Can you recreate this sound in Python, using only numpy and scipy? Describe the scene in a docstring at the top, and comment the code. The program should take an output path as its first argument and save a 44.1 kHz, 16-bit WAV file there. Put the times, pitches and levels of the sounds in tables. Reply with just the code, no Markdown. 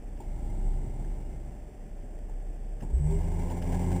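"""A deep engine idle, heard from the bonnet of an off-road vehicle on open ground, labours and settles.
A contactor clunks and the winch motor spins up through the panel resonances, then whirs and grinds
as the cable takes load, with small ticks from cable and hook. The sound is stored at a low rate
and each sample is held, which mirrors it into a thin fizz in the treble."""
import sys
import numpy as np
from scipy import signal
from scipy.fft import rfft, irfft
from scipy.io import wavfile

SR = 44100
rng = np.random.default_rng(int(sys.argv[2]) if len(sys.argv) > 2 else 0)


def bounce(signal):
    """Save signal as a 16-bit WAV file at the path given by the first command-line argument."""
    frames = np.transpose(np.atleast_2d(signal))
    limited = np.clip(frames, -1, 1)
    pcm = np.round(limited * 32767).astype(np.int16)
    wavfile.write(sys.argv[1], SR, pcm)


N = 176400


def undb(db):
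    """Decibels to gain."""
    return 10 ** (np.asarray(db) / 20)


def unit(x):
    """Scale to rms 1."""
    return x / np.sqrt(np.mean(x ** 2))


def curve(rows):
    """Join (seconds, value) rows by straight lines."""
    return np.interp(np.arange(N) / SR, *np.array(rows).T)


def ramp(start_s, rise_s):
    """Rise from 0 to 1 and stay there."""
    return np.clip((np.arange(N) / SR - start_s) / rise_s, 0, 1)


def blow(start_s, attack_s, decay_s):
    """Envelope of a hit: quick rise, exponential fall."""
    falling_s = np.maximum(np.arange(N) / SR - start_s - attack_s, 0)
    return ramp(start_s, attack_s) * np.exp(-falling_s / decay_s)


def walk(rate_hz):
    """Smooth random drift, mostly slower than rate_hz; rms 1."""
    hz = np.arange(N // 2 + 1) * SR / N
    return unit(irfft(rfft(rng.standard_normal(N)) * np.exp(-(hz / rate_hz) ** 2), N))


def phase(hz):
    """Running angle in radians of a gliding frequency."""
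    return 2 * np.pi * np.cumsum(hz) / SR


def colour(x, points):
    """Equalise through (Hz, dB) points, with steep skirts beyond them; rms 1."""
    hz = np.maximum(np.arange(N // 2 + 1) * SR / N, 1)
    point_hz, db = np.array(points).T
    skirts = 1 / np.sqrt((1 + (point_hz[0] / 2 / hz) ** 8) * (1 + (hz / point_hz[-1] / 2) ** 8))
    gain = undb(np.interp(np.log(hz), np.log(point_hz), db))
    return unit(irfft(rfft(x) * skirts * gain, N))


def noise_band(hz, width_hz):
    """Noise passed twice through a resonance of the given width; rms 1."""
    b, a = signal.iirpeak(hz, hz / width_hz, fs=SR)
    return unit(signal.lfilter(b, a, signal.lfilter(b, a, rng.standard_normal(N))))


def housing():
    """Narrow resonances of a metal housing, kept ringing by vibration."""
    # Each row: frequency in Hz, width in Hz, relative level in dB.
    modes = [(862, 22, 2.5), (1679, 47, -13), (2090, 53, -2), (2284, 81, -4.5), (2834, 39, -6.5)]
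    return unit(sum(undb(db) * noise_band(hz, width_hz) for hz, width_hz, db in modes))


def bodywork(drone_hz=57.03, wander=0.034):
    """The engine sets a panel droning and shakes the body irregularly."""
    # Swells of the drone. Each row: time in seconds, level in dB.
    drone_db = [(0, -50), (.2, -52.5), (.4, -37.5), (.6, -47.5), (1.1, -47.5), (1.35, -41.5), (1.6, -46.5),
                (1.9, -59.5), (2.8, -54), (3.05, -30), (3.3, -39.5), (3.6, -49)]
    angle = phase(drone_hz * (1 + wander * walk(5.9)))
    drone = np.sqrt(2) * np.sin(angle) * undb(curve(drone_db))
    shake = undb(-47.5) * noise_band(32.1, width_hz=39)
    return drone + shake


def engine_bay(load):
    """Fan and valves rush steadily; under load the intake and fan roar and the housing rings."""
    # Tone of the steady rush and of the roar. Each row: frequency in Hz, relative level in dB.
    rush_eq = [(53, -27), (90, -1.5), (114, -3.5), (140, -9), (216, -6), (253, -7), (287, -10), (315, -9.5),
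               (376, -11), (508, -13.5), (533, -19), (586, -8.5), (655, -17.5), (755, -13.5), (943, -27.5),
               (1320, -34), (1720, -28.5), (3470, -38), (4000, -46.5), (5200, -89), (8800, -120)]
    roar_eq = [(59, -31), (100, 2.5), (188, -9.5), (227, -9), (277, -15), (328, -15), (401, -14),
               (454, -42.5), (490, -19.5), (538, -22), (599, -17.5), (657, -25.5), (791, -21.5),
               (937, -19.5), (1200, -44.5), (1320, -30), (1820, -45.5), (2090, -26.5), (2640, -57.5),
               (2890, -40.5), (4000, -38.5), (5200, -91), (8800, -120)]
    flicker = undb(0.34 * walk(30))
    rush = undb(-50) * colour(rng.standard_normal(N) * flicker, rush_eq)
    roar = undb(-47.5) * colour(rng.standard_normal(N) * flicker, roar_eq)
    return rush + load * (roar + undb(-69) * housing())


def exhaust(angle, load, lope_db=2.0, uneven_db=4):
    """A boom at the firing rate; unequal cylinders add partials spaced at half that rate."""
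    # Swells of the boom. Each row: time in seconds, level in dB.
    boom_db = [(0, -37), (.28, -37.5), (.7, -28), (.88, -37), (1.03, -31), (1.3, -39.5), (1.55, -40.5),
               (1.78, -45), (2.1, -37.5), (2.6, -35.5), (2.9, -35), (3.28, -27.5), (3.55, -35.5),
               (3.7, -31), (4, -36)]
    # Tone of the pipe. Each row: frequency in Hz, relative level in dB.
    pipe_eq = [(60, -1), (82, 2), (100, -7.5), (135, 2.5), (190, -7.5), (260, -12.5), (325, -10),
               (410, -13), (480, -28), (800, -17), (1000, -31)]
    boom = np.sqrt(2) * np.sin(angle) * undb(curve(boom_db) + lope_db * walk(14))
    partials = 0
    for k in range(4, 60):
        partial = np.sin(k * angle / 2 + rng.uniform(0, 2 * np.pi))
        swell = np.interp(np.arange(N), np.linspace(0, N, 20), rng.standard_normal(20))
        partials += partial * undb(uneven_db * swell)
    return boom + colour(partials, pipe_eq) * undb(-57 + 14.5 * load)


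def engine():
    """An uneven idle that labours for about a second, then settles."""
    # Engine speed. Each row: time in seconds, firings per second.
    firing_hz = [(0, 33.6), (.4, 32.3), (.78, 31.8), (.92, 30.7), (1.08, 34.9), (1.3, 31.8), (1.75, 34),
                 (2.0, 32.5), (2.8, 34.2), (3.1, 32.5), (3.35, 32.5), (3.6, 30.6), (4, 40)]
    # Engine effort. Each row: time in seconds, load from 0 to 1.
    effort = [(0, 0), (.15, 0), (.25, 0.66), (.45, 1.0), (.75, 1), (.9, 0.9), (1.07, 0.91), (1.35, 0.63),
              (1.6, 0.28), (1.95, 0.04), (2.8, 0), (4, 0.18)]
    load = curve(effort)
    return bodywork() + engine_bay(load) + exhaust(phase(curve(firing_hz)), load)


def ticks():
    """Short gritty ticks of metal on metal from cable, hook and contactor."""
    # Each row: start in seconds, level in dB.
    hits = [(0.164, -62), (.222, -76), (.728, -66), (1.038, -58.5), (2.80, -55), (2.815, -61), (3.41, -55),
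            (3.49, -51.5), (3.615, -47.5), (3.735, -52), (3.765, -56), (3.805, -56), (3.835, -59),
            (3.903, -50.5), (3.915, -52)]
    # Tone of the metal. Each row: frequency in Hz, relative level in dB.
    tick_eq = [(400, -41), (850, 5.5), (1250, -7), (1700, 11), (2200, -10), (2800, 6), (3800, -10)]
    envelope = sum(undb(db) * blow(start, attack_s=0.011, decay_s=0.0055) for start, db in hits)
    return colour(rng.standard_normal(N), tick_eq) * envelope


def knocks():
    """Dull clunks on the vehicle's front, the last the contactor: metal rattles over a body thud."""
    # Each row: start in seconds, rattle level in dB, thud level in dB.
    hits = [(.197, -44, -68), (2.29, -55, -52.5), (2.817, -46.5, -34.5)]
    # Tone of the rattle. Each row: frequency in Hz, relative level in dB.
    rattle_eq = [(150, -3.5), (400, 12), (520, -16.5), (850, 12.5), (1200, -27), (2100, -16.5),
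                 (3700, -23.5)]
    rattle = colour(rng.standard_normal(N), rattle_eq)
    thud = noise_band(140, width_hz=170)
    clunks = 0
    for start, rattle_db, thud_db in hits:
        envelope = blow(start, attack_s=0.0071, decay_s=0.026)
        clunks += envelope * (undb(rattle_db) * rattle + undb(thud_db) * thud)
    return clunks


def gear_train(angle, mesh_db=1.8, judder_db=2.5):
    """The gears grind harder once per motor turn, while the drum rumbles and the housing rings."""
    # Tone of the gears. Each row: frequency in Hz, relative level in dB.
    gear_eq = [(160, -40), (280, -19), (313, -1), (338, -12), (391, 5), (457, -24), (499, -4), (546, -7.5),
               (597, -8.5), (652, -9.5), (779, -5.5), (921, -7), (1060, -14), (1190, -36.5), (1680, -19.5),
               (1900, -26.5), (2070, -18), (2620, -30), (2860, -28.5), (3130, -28.5), (4000, -32),
               (5200, -61), (8800, -120)]
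    # Fader for gears, drum and housing together. Each row: time in seconds, gain in dB.
    grind_db = [(2.84, -45), (2.95, -56), (3.06, -51.5), (3.17, -45), (3.3, -46.5), (3.45, -45),
                (3.62, -44.5), (3.8, -42), (4, -41.5)]
    meshing = undb(mesh_db * np.cos(angle) + judder_db * walk(43))
    gears = colour(rng.standard_normal(N) * meshing, gear_eq)
    drum = undb(3.5) * noise_band(142.6, width_hz=132)
    return (gears + drum + undb(-16.5) * housing()) * undb(curve(grind_db))


def motor_hum(speed_hz, angle, flutter_db=0.94, rough_db=3.5):
    """Motor harmonics swell as they cross panel resonances and grow brighter under load."""
    # Each row: multiple of the motor speed, base level running free in dB, base level loaded in dB.
    harmonics = [(1, -34, -36.5), (2, -43, -39.5), (3, -56, -45), (4, -65, -50.5), (5, -57.5, -57),
                 (6, -65.5, -60), (7, -68.5, -58.5), (8, -67, -65), (9, -73, -59), (10, -71, -61.5),
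                 (12, -78, -69.5)]
    # Panel resonances. Each row: frequency in Hz, width in Hz, lift in dB.
    panels = [(60.4, 16.6, 13.5), (151.2, 17.5, 15.5), (390.5, 30, 18), (801.5, 44, 7.5)]
    load = ramp(3.27, rise_s=0.2)
    strain_db = 5 * ramp(3.606, rise_s=0.25)
    hum = 0
    for k, free_db, loaded_db in harmonics:
        level_db = free_db + (loaded_db - free_db) * load
        level_db += sum(db / (1 + (2 * (k * speed_hz - hz) / width) ** 4) for hz, width, db in panels)
        if k <= 2:  # the lowest two swell as the cable tightens
            level_db += strain_db + flutter_db * walk(13)
        else:
            level_db += rough_db * walk(13)
        hum += np.sqrt(2) * np.sin(k * angle + rng.uniform(0, 2 * np.pi)) * undb(level_db)
    return hum


def winch(wobble=0.0029):
    """The motor fades in as it spins up, driving the gears and the cable drum."""
    # Motor speed. 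Each row: time in seconds, turns per second.
    spin_up = [(2.84, 36), (2.93, 53.8), (2.962, 62.2), (3.0, 71), (3.102, 78), (3.254, 83.1), (3.49, 86.3),
               (3.75, 87.3), (4.0, 88.5)]
    speed_hz = curve(spin_up) * (1 + wobble * walk(13.4))
    angle = phase(speed_hz)
    return ramp(2.82, rise_s=0.17) * (motor_hum(speed_hz, angle) + gear_train(angle))


def scene():
    """All sources close by, in mono, with no walls to echo them."""
    return (engine() + ticks() + knocks() + winch())[None]


def record(dry, store_hz=8000, hold_count=6, top_hz=15400):
    """Low-rate samples held as steps mirror the sound into a treble fizz; then the top is cut."""
    stored = signal.resample_poly(dry, store_hz, SR, axis=1, window=("kaiser", 4))
    held = np.repeat(stored, hold_count, axis=1)
    steps = signal.resample_poly(held, SR, store_hz * hold_count, axis=1)[:, :N]
    return signal.sosfilt(signal.ellip(10, .1, 80, top_hz, fs=SR, output="sos"), steps)


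dry = scene()
out = record(dry)
bounce(out)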